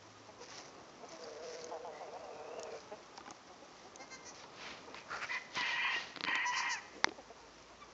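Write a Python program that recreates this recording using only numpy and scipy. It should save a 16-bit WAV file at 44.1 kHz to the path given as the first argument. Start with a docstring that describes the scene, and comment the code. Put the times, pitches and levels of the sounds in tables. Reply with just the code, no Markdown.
"""A farmyard: hens cluck and straw rustles over a wash of open air. A long, low, rattling animal call, like
a hen's growl, quavers halfway; a throat shapes its harmonics. A loose board clatters and a kid bleats,
thin and high. Close by, a plastic casing starts to creak in dry clicks while a cockerel rasps, then crows
three syllables on two detuned membranes. The kid bleats again over the last of them, and the casing gives
one sharp knock. The sheds faintly echo the animals and the board."""
import sys
import numpy as np
from scipy import signal
from scipy.fft import rfft, irfft, next_fast_len
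from scipy.io import wavfile
from scipy.ndimage import map_coordinates

SR = 44100
rng = np.random.default_rng(int(sys.argv[2]) if len(sys.argv) > 2 else 0)


def pcm_store(signal):
    """Save signal as 16-bit PCM."""
    levels = np.round(np.clip(np.atleast_2d(signal), -1, 1) * 32767)
    wavfile.write(sys.argv[1], SR, levels.astype(np.int16).T)


N = 349698


def amp(db):
    """Decibels to amplitude gain."""
    return 10 ** (np.asarray(db) / 20)


def unit(x):
    """Normalisation to rms 1."""
    return x / np.sqrt(np.mean(x ** 2) + 1e-20)


def along(points, hz):
    """Interpolation of (frequency, value) points on a log axis."""
    f, v = np.transpose(points)
    return np.interp(np.log(hz + 1), np.log(f + 1), v)


def curves(rows, t):
    """Linear interpolation of each column after the first at the times t."""
    s, *cols = np.transpose(rows)
    return [np.interp(t, s, c) for c in cols]


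def add(track, s, x):
    """Superposition of x on the track from second s on."""
    start = max(round(s * SR), 0)
    track[start:start + len(x)] += x[:max(len(track) - start, 0)]


def wobble(rate, size):
    """Smooth random modulation, rate knots a second."""
    knots = rng.standard_normal(int(size * rate / SR) + 4)
    return map_coordinates(knots, [np.arange(size) * rate / SR])


def coloured(x, spectrum):
    """Linear filtering by a (frequency_hz, gain_db) spectrum, to rms 1."""
    m = next_fast_len(len(x) + 8192)
    gain = amp(along(spectrum, np.fft.rfftfreq(m, 1 / SR)))
    return unit(irfft(rfft(x, m) * gain, m)[:len(x)])


def noise(size, spectrum):
    """Filtered Gaussian noise at rms 1."""
    return coloured(rng.standard_normal(size), spectrum)


def impulse(spectrum, size=2048):
    """Minimum-phase impulse response of a body with this spectrum, peak 1."""
    cepstrum = irfft(np.log(amp(along(spectrum, np.fft.rfftfreq(size, 1 / SR))) + 1e-4))
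    x = irfft(np.exp(rfft(2 * cepstrum[:size // 2], size)))
    return x / np.abs(x).max()


def held(start, end, attack, release):
    """Sample times of a call and its attack-hold-release envelope."""
    t = np.arange(start, end, 1 / SR)
    ramp = np.clip(np.minimum((t - start) / attack, (end - t) / release), 0, 1)
    return t, np.sin(np.pi / 2 * ramp) ** 2


def swell(s, db, rise, fall):
    """An envelope with exponential flanks that peaks at second s."""
    u = np.arange(N) / SR - s
    return amp(db) * np.exp(1 - np.hypot(1, 2 * u / np.where(u < 0, rise, fall)))


def strokes(rows, fall_ratio=1.67):
    """Power sum of swells that fall more slowly than they rise."""
    return np.sqrt(sum(swell(s, db, rise, fall_ratio * rise) ** 2 for s, db, rise in rows))


def voice(pitch, rough, throat, jitter, flutter_hz, count, vowel=1):
    """Source-filter model: harmonics and pulsed breath pass a throat; vowel shifts the tone's formants."""
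    size, rough = len(pitch), np.clip(rough, 0, 1)
    phase = 2 * np.pi * np.cumsum(pitch * (1 + jitter * rough * wobble(flutter_hz, size))) / SR
    # the phase term k * k / 2 spreads each pulse in time
    tone = sum(amp(along(throat, k * pitch / vowel)) * np.cos(k * phase + k * k / 2)
               for k in range(1, count + 1))
    breath = coloured(rng.standard_normal(size) * (1 + np.cos(phase)) ** 2, throat)
    return np.sqrt(1 - rough ** 2) * unit(tone) + rough * breath


def note(db, hz, glide, half_s, throat, rough, count, arch=0, lean=0):
    """A gliding, arching tone under a bell-shaped envelope; lean moves the peak earlier."""
    u = np.linspace(-1, 1, round(2 * half_s * SR))
    pitch = hz * (1 + glide * u - arch * u ** 2)
    skewed = np.interp(u, [-1, -np.clip(lean, 0, .95), 1], [-1, 0, 1])
    envelope = amp(db) * np.cos(np.pi * skewed / 2) ** 3
    return envelope * voice(pitch, rough, throat, jitter=0.028, flutter_hz=185, count=count)


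# spectrum of the open air: frequency_hz, gain_db
AIR_SPECTRUM = [(25, -41.5), (55, -21.5), (130, -24), (260, -21), (600, -26.5), (1000, -11.5), (1700, -14),
                (3500, -18), (6200, -21.5), (9000, -20)]
# faint low hums: peak_s, level_db, pitch_hz, half_length_s
HUMS = [(0.097, -65, 105.8, 0.42), (7.589, -70, 56.1, 0.85)]
# contour of the yard's murmur: time_s, relative_level_db
MURMUR = [(0, -65.5), (.7, -60.5), (1.8, -63.5), (2.8, -62), (3.6, -63.5), (4.8, -60), (5.5, -63.5),
          (7.8, -64.5)]


def air(wash_db=-60, murmur_gain_db=4):
    """Ambient noise: a broad wash and a low murmur drift in level beside two faint hums."""
    t = np.arange(N) / SR
    wash = amp(wash_db + 0.43 * wobble(5.3, N)) * noise(N, AIR_SPECTRUM)
    murmur = noise(N, [(30, -20.5), (70, -15), (160, -11.5), (260, -7.5), (500, -7), (1200, -10.5),
                       (3000, -48.5)])
    murmur_db = curves(MURMUR, t)[0] + murmur_gain_db + .9 * wobble(30, N)
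    hums = sum(swell(s, db, half_s, half_s) * np.sin(2 * np.pi * hz * t + 0.67 * wobble(13, N))
               for s, db, hz, half_s in HUMS)
    return wash + hums + amp(murmur_db) * murmur


# reverberation time of the yard: frequency_hz, t60_s
YARD_DECAY = [(200, 0.12), (2000, 1), (7000, 0.29)]


def sheds(x):
    """Reverberation: reflections arrive after 20 ms, and each frequency decays at its own rate."""
    hz, t, bands = signal.stft(rng.standard_normal(SR // 2), SR, nperseg=256)
    tail = signal.istft(bands * amp(-60 * t / along(YARD_DECAY, hz)[:, None]), SR, nperseg=256)[1]
    return signal.fftconvolve(np.pad(x, (SR // 50, 0)), tail / np.linalg.norm(tail))[:N]


# crackling steps and brushing strokes: peak_s, level_db, rise_s
STEPS = [(.44, -53, 0.027), (.55, -51, 0.071), (1.11, -60, 0.029), (1.23, -58.5, 0.17), (1.5, -54.5, 0.095),
         (1.62, -58.5, 0.034), (2.75, -59.5, 0.074), (3.74, -62.5, 0.085), (4.38, -57, 0.051),
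         (5.2, -59, 0.21), (5.58, -63, 0.07), (6.56, -52, 0.091)]
SWISHES = [(.53, -58.5, 0.047), (4.41, -57.5, 0.039), (4.65, -50, 0.1), (4.975, -54.5, 0.025),
           (5.33, -50, 0.058), (5.58, -40, 0.038), (5.69, -44, 0.075), (5.96, -45, 0.088)]
# their spectra: frequency_hz, gain_db
CRACKLE_SPECTRUM = [(600, -18.5), (2000, -7.5), (3400, -16), (4500, -8.5), (5800, -4.5), (6800, -13),
                    (9000, -30)]
SWISH_SPECTRUM = [(100, -17), (320, -16), (700, -5), (2500, -4.5), (4600, -6.5), (6500, -15), (9000, -41.5)]
# breaking stalks: start_s, relative_level_db, resonance_hz
SNAPS = [(1.644, -32.5, 6400), (2.596, -33.5, 6150), (2.632, -32.5, 6040), (3.1766, -37, 5000),
         (3.3072, -32.5, 6250), (3.959, -33, 6200), (5.554, -28.5, 5370), (5.61, -28.5, 4200),
         (6.3547, -31, 6300)]
# rubbing stalks: centre_s, level_db, pitch_hz, half_length_s
SQUEAKS = [(0.582, -48.5, 5600, 0.012), (1.093, -53, 6100, 0.01), (1.243, -48, 4950, 0.0088),
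           (1.62, -53, 4540, 0.013), (5.269, -54, 5700, 0.0068)]


def straw(grazing_db=-67, snap_gain_db=-3, snap_t60_s=0.0091):
    """Friction and fracture: under hooves and muzzles, stalks crackle, snap, squeak and brush."""
    grains = rng.standard_normal(N) * amp(3.9 * wobble(500, N) + 1.3 * wobble(40, N))
    grazing = amp(grazing_db + 0.71 * wobble(12, N))
    out = np.hypot(grazing, strokes(STEPS)) * coloured(grains, CRACKLE_SPECTRUM)
    t = np.arange(SR // 30) / SR
    for s, db, hz in SNAPS:
        stalk = noise(len(t), [(hz / 10, -24), (.7 * hz, -13), (hz, 0), (hz * 2, -22)])
        add(out, s, amp(db + snap_gain_db - 60 * t / snap_t60_s) * stalk)
    for s, db, hz, half_s in SQUEAKS:
        resonance = [(hz / 2, -25), (.9 * hz, -14), (hz, 0), (1.1 * hz, -14), (2 * hz, -30)]
        add(out, s - half_s, note(db, hz, 0, half_s, resonance, rough=.8, count=1, lean=.4))
    brush = rng.standard_normal(N) * amp(1.4 * wobble(200, N))
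    return out + strokes(SWISHES) * coloured(brush, SWISH_SPECTRUM)


# contacts of a loose board: start_s, peak_db, pitch_ratio
BOARD_CONTACTS = [(3.177, -47, 0.96), (3.18, -39, .8), (3.207, -43, 1.25), (3.2602, -39.5, 1.04),
                  (3.278, -39.5, 0.83), (3.29, -43.5, 1.05), (3.308, -43, 1.16), (3.3157, -41.5, 0.74)]
# its modes: frequency_hz, relative_level_db, t60_s
BOARD_MODES = [(275, -8, 0.081), (765, -8.5, 0.045), (993, -0.5, 0.084), (1150, -3, 0.033),
               (1840, -8, 0.0218), (2800, -12, 0.026)]


def board(crack_db=-7, crack_t60_s=0.013):
    """Modal vibration: each rebound of a board cracks and excites its damped modes in a new balance."""
    out, t = np.zeros(N), np.arange(SR // 10) / SR
    for s, db, ratio in BOARD_CONTACTS:
        ring = sum(amp(level + rng.normal(0, 3.7) - 60 * t / t60)
                   * np.sin(2 * np.pi * (hz * ratio * t + rng.random()))
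                   for hz, level, t60 in BOARD_MODES)
        crack = noise(len(t), [(80, -21), (400, -8), (2500, -3), (6000, -15)])
        crack *= amp(crack_db - 60 * t / crack_t60_s)
        add(out, s, amp(db) * (ring / np.abs(ring).max() + crack))
    return out


# clucks: centre_s, level_db, pitch_hz, half_length_s, glide_ratio
CLUCKS = [(.305, -51, 215, .024, .05), (.433, -50, 490, .035, .05), (.605, -54, 245, .025, .05),
          (1.052, -48, 250, .028, .2), (1.17, -52.5, 322, .075, -.04), (1.275, -54, 280, .045, .08),
          (1.703, -47.5, 325, .016, .05), (2.092, -47, 205, .02, .05), (2.594, -44, 215, .016, -.15),
          (2.942, -44, 214, .036, .07), (3.53, -56, 360, .05, -.05), (3.647, -53.5, 290, .032, .08),
          (3.88, -55, 400, .04, .15), (4.025, -52, 275, .04, .12), (4.89, -51, 470, .022, .03),
          (7.202, -48, 255, .026, -.22), (7.317, -49, 232, .02, .03)]
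# a hen's formants: frequency_hz, gain_db
HEN_THROAT = [(200, -12), (290, -0.5), (430, 4.5), (650, 7.5), (880, 2.5), (1100, -13.5), (1600, -17),
              (2700, -15.5), (3500, -51.5)]
# thin peeps: centre_s, level_db, pitch_hz, glide_ratio, half_length_s
PEEPS = [(0.169, -61, 1230, -0.038, 0.03), (7.826, -51, 1170, -0.043, 0.032)]


def hens(croons=22, croon_db=-61.5, croon_hz=390):
    """Formant filtering of short glides: clucks, falling peeps and the croons of the flock farther off."""
    out = np.zeros(N)
    peep_throat = [(700, -27), (1200, 2), (3600, -12), (6000, -30)]
    croon_throat = [(300, -3), (600, -2), (1150, 0), (1500, -12), (3000, -22)]
    for s, db, hz, half_s, glide in CLUCKS:
        add(out, s - half_s, note(db, hz, glide, half_s, HEN_THROAT, rough=.22, count=14, lean=.55))
    for s, db, hz, glide, half_s in PEEPS:
        add(out, s - half_s, note(db, hz, glide, half_s, peep_throat, rough=.3, count=3))
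    for k, (when, high, bend, span) in enumerate(rng.uniform(-1, 1, (croons, 4))):
        hz, half_s = croon_hz * 1.4 ** high, .07 + .03 * span
        croon = note(croon_db, hz, .08 * bend, half_s, croon_throat, rough=.15, count=6)
        add(out, (k + when / 2) * N / SR / croons, croon)
    return out


# modes of the casing's hollow grip: frequency_hz, relative_level_db, t60_s
GRIP_MODES = [(264, 1.5, 0.1), (386, 17, 0.036), (670, 9, 0.041), (1180, -11.5, 0.0047)]


def thud(t, ratio):
    """Damped resonance: a bump rings the grip's modes, scaled by ratio and randomly detuned."""
    ring = sum(amp(db + rng.normal(0, 2.3) - 60 * t / t60)
               * np.cos(2 * np.pi * hz * ratio * rng.normal(1, 0.1) * t) for hz, db, t60 in GRIP_MODES)
    return ring / np.abs(ring).max() * (1 - np.exp(-t / 0.000067))


# clicks of the casing: start_s, peak_db, relative_thud_db
CLICKS = [(4.438, -40, -17), (4.945, -31, -15), (6.1614, -27, -16), (6.1728, -28.5, -3.5), (6.208, -23, -9),
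          (6.239, -19.5, -9), (6.2494, -20.5, -10), (6.284, -27.5, 1), (6.3543, -22, -17), (7.091, -32, -2)]
# soft bumps of the grip: start_s, peak_db, pitch_ratio
BUMPS = [(4.44, -39, 2.1), (4.945, -36.5, 2.6), (5.571, -33, 0.53), (5.61, -35.5, 0.7), (5.963, -35, 0.97),
         (7.073, -28.5, 1.04), (7.088, -38, 0.8), (7.116, -34.5, 0.99)]
# dull rubs of the grip: peak_s, level_db, rise_s
RUBS = [(6.3, -53, 0.049), (6.97, -53, 0.05)]
# spectra of a click, the knock and a rub: frequency_hz, gain_db
CLICK_SPECTRUM = [(300, -46), (700, -1.5), (1150, 3.5), (2200, 0), (2770, -2), (3300, 1.5), (4200, 1.5),
                  (5150, -3.5), (6000, -35), (8000, -64)]
KNOCK_SPECTRUM = [(60, -37), (250, -3.5), (600, -3.5), (900, 8), (1250, 2), (2100, 9), (2400, -2.5),
                  (2800, -20), (3500, -0.5), (5400, -2.5), (6100, -2.5), (6700, -24), (8500, -17)]
RUB_SPECTRUM = [(130, -21.5), (280, -3), (560, -5.5), (1300, -28)]


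def casing(thud_gain_db=-5, scrape_db=-8, scrape_t60_s=0.013, knock_s=7.0444, knock_db=-6):
    """Impulse response of a plastic shell: dry clicks and one knock, over the grip's ring and rub."""
    out, t = np.zeros(N), np.arange(SR // 16) / SR
    click = impulse(CLICK_SPECTRUM)
    for s, db, thud_db in CLICKS:
        scrape = amp(scrape_db - 60 * t / scrape_t60_s) * np.tanh(noise(len(t), CLICK_SPECTRUM))
        add(out, s, amp(db) * click)
        add(out, s, amp(db) * (scrape + amp(thud_db + thud_gain_db) * thud(t, 0.726)))
    for s, db, ratio in BUMPS:
        add(out, s, amp(db) * thud(t, ratio))
    add(out, knock_s, amp(knock_db) * impulse(KNOCK_SPECTRUM))
    return out + strokes(RUBS) * noise(N, RUB_SPECTRUM)


# toneless rasps before the crow: peak_s, level_db, rise_s, fall_s, gape_ratio
RASPS = [(4.675, -52, 0.05, 0.081, 1.5), (4.98, -52.5, 0.051, 0.047, 1.8), (5.13, -40, 0.03, 0.063, 0.066),
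         (5.236, -40, 0.03, 0.021, 1.2)]
# their spectra with the beak shut and open: frequency_hz, gain_db
BEAK_SHUT = [(250, -17), (650, -6), (1050, -4.5), (1350, 4.5), (1750, -4), (2400, -14.5), (3400, -22.5),
             (4700, -13.5), (5800, -26.5)]
BEAK_OPEN = [(1200, -20.5), (2000, 1.5), (2500, 4), (2900, -6), (3400, -20)]


def rasps():
    """Turbulence: air is chopped unevenly in the cockerel's throat, brighter when the beak gapes."""
    airflow = amp(2 * wobble(330, N)) * rng.standard_normal(N)
    shut, wide = coloured(airflow, BEAK_SHUT), coloured(airflow, BEAK_OPEN)
    return sum(swell(s, db, rise, fall) * (shut + gape * wide) / np.hypot(1, gape)
               for s, db, rise, fall, gape in RASPS)


# the cockerel's formants: frequency_hz, gain_db
CROW_THROAT = [(600, -24), (850, -10), (1020, -0.5), (1400, -16), (1570, -8), (1700, -2), (1900, 2),
               (2080, -1), (2250, -6), (2390, -2), (2580, -5.5), (2780, -8.5), (3100, -7), (3450, -17),
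               (5000, -37.5)]


def membrane(pitch, free, waver=.014, waver_hz=110, flicker_db=4.2):
    """Period doubling: swinging free, one side of the voice box wavers and adds half-order partials."""
    size = len(pitch)
    pitch = pitch * (1 + free * waver * (wobble(waver_hz, size) + wobble(500, size)))
    phase = 2 * np.pi * (np.cumsum(pitch) / SR + rng.random())

    def partial(k):
        level_db = along(CROW_THROAT, k * pitch) + free * flicker_db * wobble(waver_hz, size)
        return amp(level_db) * np.cos(k * phase)
    return sum(partial(k) for k in (1, 2, 3)) + free * (partial(1.5) + partial(2.5))


# voiced syllables: start_s, end_s, pitch_hz, fundamental_db, overtones_db, fade_db_per_s, release_s,
# fall_ratio, beak_cutoff_hz, final_gape_ratio
SYLLABLES = [(5.281, 5.398, 975, -52, -40, 8, 0.039, 0.01, 2450, 0.34),
             (5.551, 5.996, 1002, -45.5, -38, 3, 0.015, 0.01, 3250, 0.5),
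             (6.251, 6.829, 991.5, -43.5, -36.5, 13, .11, 0.22, 3080, 0.034)]
# moments of locking: centre_s, half_length_s, depth_ratio, pitch_hz, fundamental_gain_db, overtone_gain_db
LOCKS = [(5.318, .01, .5, 1060, 6, 1), (5.362, .01, .5, 1055, 5, 0), (5.593, .018, .7, 1010, 4, -1),
         (5.742, .024, .55, 935, -3, 0), (5.975, .02, .85, 932, -4, 1), (6.492, .036, 1, 982, 8, -11),
         (6.748, .05, .65, 985, 3, 0)]
# upper resonances of the screech: frequency_hz, gain_db
HISS_SPECTRUM = [(3300, -22.5), (4100, -0.5), (4550, 3), (5100, -9), (5650, -20.5), (6250, -9), (6900, -24)]


def crow(split=.042, breath=.56, hiss_db=-57.5, quaver_hz=22, bend=.011, throb_db=.9, fall_s=.065):
    """Mode locking: the cockerel's two detuned membranes screech, merging into one note at set moments."""
    out = np.zeros(N)
    lock_s, lock_half_s, depth, lock_hz, lock_base_db, lock_over_db = np.transpose(LOCKS)
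    for start, end, hz, base_db, over_db, fade_rate, release, fall, top_hz, gape in SYLLABLES:
        t, gate = held(start, end, attack=.028, release=release)
        size = len(t)
        locking = np.exp(-((t[:, None] - lock_s) / lock_half_s) ** 4)
        free = np.clip(1 - locking @ depth, 0, 1)
        quaver = free * wobble(quaver_hz, size)
        droop = 1 - fall * np.clip((t - end + release) / fall_s, 0, 1)
        pitch = (hz + locking @ (depth * (lock_hz - hz))) * (1 + bend * quaver) * droop
        low = membrane(pitch * (1 - split * free), free)
        high = membrane(pitch * (1 + split * free), free)
        screech = unit((low + free * high) / np.hypot(1, free)) + breath * free * noise(size, CROW_THROAT)
        screech /= np.sqrt(1 + np.abs(signal.hilbert(screech)) ** 2 / 2)  # the swing saturates
        base = coloured(screech * (1 + 0.44 * free * wobble(420, size)),  # sidebands split the low tone
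                        [(550, -19), (800, -4), (1100, -5.5), (1350, 0), (1650, -19)])
        overtones = coloured(screech, [(1200, -35), (1550, -3), (1850, 0), (top_hz, 0),
                                       (1.04 * top_hz, -14), (2 * top_hz, -30)])
        opening = gape * ((t - start) / (end - start)) ** 2  # the opening beak brightens the syllable
        bright = coloured(overtones, [(2150, -21), (2550, 6), (3200, -5)])
        overtones = (overtones + opening * bright) / np.hypot(1, opening)
        loss_db = fade_rate * (t - start)
        sputter = screech * rng.standard_normal(size) * amp(3.6 * wobble(150, size))
        hiss = amp(hiss_db - loss_db) * free * coloured(sputter, HISS_SPECTRUM)
        base *= amp(base_db + locking @ lock_base_db)
        overtones *= amp(over_db - loss_db + locking ** 2 @ lock_over_db)
        add(out, start, gate * amp(throb_db * quaver) * (base + overtones + hiss))
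    return out


# two bleats of three pulses: centre_s, level_db, pitch_hz, glide_ratio, arch_ratio, half_length_s
KID_PULSES = [(4.021, -52.5, 529, 0.023, 0.0034, 0.054), (4.138, -48, 521.5, -0.012, 0.02, 0.056),
              (4.282, -50, 487, -0.012, 0.046, 0.059), (6.482, -42, 537, 0.0052, -0.04, 0.044),
              (6.587, -39.5, 512, -.015, .04, .055), (6.725, -40, 505.4, 0.08, .12, 0.054)]
# the kid's formants: frequency_hz, gain_db
KID_THROAT = [(500, -14), (1000, -3), (1550, -4.5), (2100, 0), (2600, -7.5), (3100, -10.5), (3600, -16),
              (4200, 4.5), (5000, 4.5), (6000, 9), (6700, 4), (7300, -7.5), (8000, -16)]


def kid(reference_db=-42, dull_db_per_db=1.05, scatter_db=3.5):
    """Spectral tilt: each thin pulse has its own colour, and softer ones are duller and hoarser."""
    out = np.zeros(N)
    for s, db, hz, glide, arch, half_s in KID_PULSES:
        low_gain_db = dull_db_per_db * (reference_db - db)
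        throat = [(f, gain + rng.normal(0, scatter_db) + low_gain_db * (f < 3000))
                  for f, gain in KID_THROAT]
        rough = np.interp(db, [-52, -42], [.34, .16])
        add(out, s - half_s, note(db, hz, glide, half_s, throat, rough, count=15, arch=arch))
    return out


# pushes of the quaver: start_s, end_s, level_db, pitch_hz, glide_ratio, level_change_db, vowel_ratio
PUSHES = [(1.709, 1.793, -42, 178, -0.18, -8.5, 1.13), (1.843, 1.922, -44, 186.2, -.24, -6, 1.13),
          (2.003, 2.062, -48, 195, -0.19, 0, 1.08), (2.12, 2.187, -47.5, 167.2, 0.16, 1, 0.93),
          (2.225, 2.346, -51.5, 205.4, -0.22, -2, 1.04)]
# their formants: frequency_hz, gain_db
PUSH_THROAT = [(170, -37), (350, -22), (520, 2), (700, 8), (900, 1), (1100, -9.5), (1450, -28.5),
               (3000, -23.5), (4000, -70)]


def growl_quaver():
    """Frequency modulation: in five pushes halfway through the growl, pitch and formants glide together."""
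    out = np.zeros(N)
    for start, end, db, hz, glide, change_db, vowel in PUSHES:
        t, gate = held(start, end, attack=.0071, release=.017)
        progress = (t - start) / (end - start)
        bend = 1 + glide * progress
        push = voice(hz * bend, .18, PUSH_THROAT, jitter=.09, flutter_hz=110, count=20, vowel=vowel * bend)
        add(out, start, amp(db + change_db * progress) * gate * push)
    return out


# the growl's moving upper resonance: time_s, frequency_hz, level_db
RESONANCE_PATH = [(1.92, 1955, -60), (2.0, 2000, -58), (2.1, 2248, -76), (2.24, 2750, -64),
                  (2.3, 2723, -82), (2.34, 2552, -61), (2.42, 2450, -66.5), (2.58, 2800, -63.5),
                  (2.72, 2380, -62)]


def growl_resonance(end_s):
    """Narrow-band resonance: a thin band of noise follows the growl's gliding upper formant."""
    out = np.zeros(N)
    t, gate = held(RESONANCE_PATH[0][0], end_s, attack=.014, release=.014)
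    hz, db = curves(RESONANCE_PATH, t)
    ring = noise(len(t), [(70, 7), (160, -4), (500, -18.5)]) * np.cos(2 * np.pi * np.cumsum(hz) / SR)
    add(out, t[0], gate * amp(db) * unit(ring))
    return out


# the long growl: time_s, pitch_hz, mouth_opening_ratio, level_db
GROWL_PATH = [(1.2, 156.9, .05, -49.5), (1.36, 150.7, 0, -49), (1.45, 160.1, .35, -49.5),
              (1.65, 164.8, 0.08, -48.5), (1.75, 160.2, 0.1, -49.5), (1.83, 171.1, 0, -51.5),
              (1.96, 145.8, 1, -54), (2.2, 159.9, 1, -55), (2.36, 154.1, .8, -51.5),
              (2.5, 159.4, 0.7, -48.5), (2.8, 149.2, 0.17, -47.5)]
# the voice roughens once it has broken: time_s, roughness_ratio
ROUGHNESS = [(1.7, .33), (2.0, .38), (2.8, .48)]
# the growl's formants: frequency_hz, gain_db
GROWL_THROAT = [(150, -41), (330, -10), (490, 11), (640, 3), (800, -15), (1100, -16.5), (1500, -12.5),
                (2400, -24), (3500, -55)]


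def growl(start_s=1.185, end_s=2.8, rattle_hz=26, spread_hz=15, dip_db_per_roughness=-17):
    """Source-filter voicing: the opening mouth lifts a low call's vowel; throat catches make it rattle."""
    out = np.zeros(N)
    t, gate = held(start_s, end_s, attack=.013, release=.014)
    pitch, opening, level_db = curves(GROWL_PATH, t)
    rough, = curves(ROUGHNESS, t)
    pitch *= 1 + 0.0154 * wobble(24.95, len(t))
    closed = voice(pitch, rough, GROWL_THROAT, jitter=0.1006, flutter_hz=88.7, count=14)
    wide = coloured(closed, [(520, -22), (750, 11), (1150, 4.5), (1700, -15)])
    call = (closed + opening * wide) / np.hypot(1, opening)
    catch_hz = rattle_hz + spread_hz * wobble(rattle_hz, len(t))
    catches = np.sin(np.pi * np.cumsum(catch_hz) / SR) ** 4
    call *= amp(dip_db_per_roughness * rough * catches)
    add(out, start_s, amp(level_db) * gate * unit(call))
    return out + growl_quaver() + growl_resonance(end_s)


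def scene(echo_db=-17, kid_echo_db=-13):
    """Superposition: animals and board with their echo, plus straw, the close casing and the air."""
    yard = growl() + rasps() + crow() + hens() + board()
    young = kid()
    echo = sheds(amp(echo_db) * yard + amp(kid_echo_db) * young)
    return (yard + young + echo + straw() + casing() + air())[None]


def record(dry):
    """Band limiting: deep bass and treble roll off, with a steep cut above 7900 Hz."""
    m = next_fast_len(N + 8192)
    hz = np.fft.rfftfreq(m, 1 / SR)
    gain = amp(along([(20, -15), (50, 0), (6400, 0), (7200, -4), (7900, -14)], hz))
    gain /= 1 + (hz / 7900) ** 40
    return irfft(rfft(dry, m) * gain, m)[..., :N]


dry = scene()
out = record(dry)
pcm_store(out)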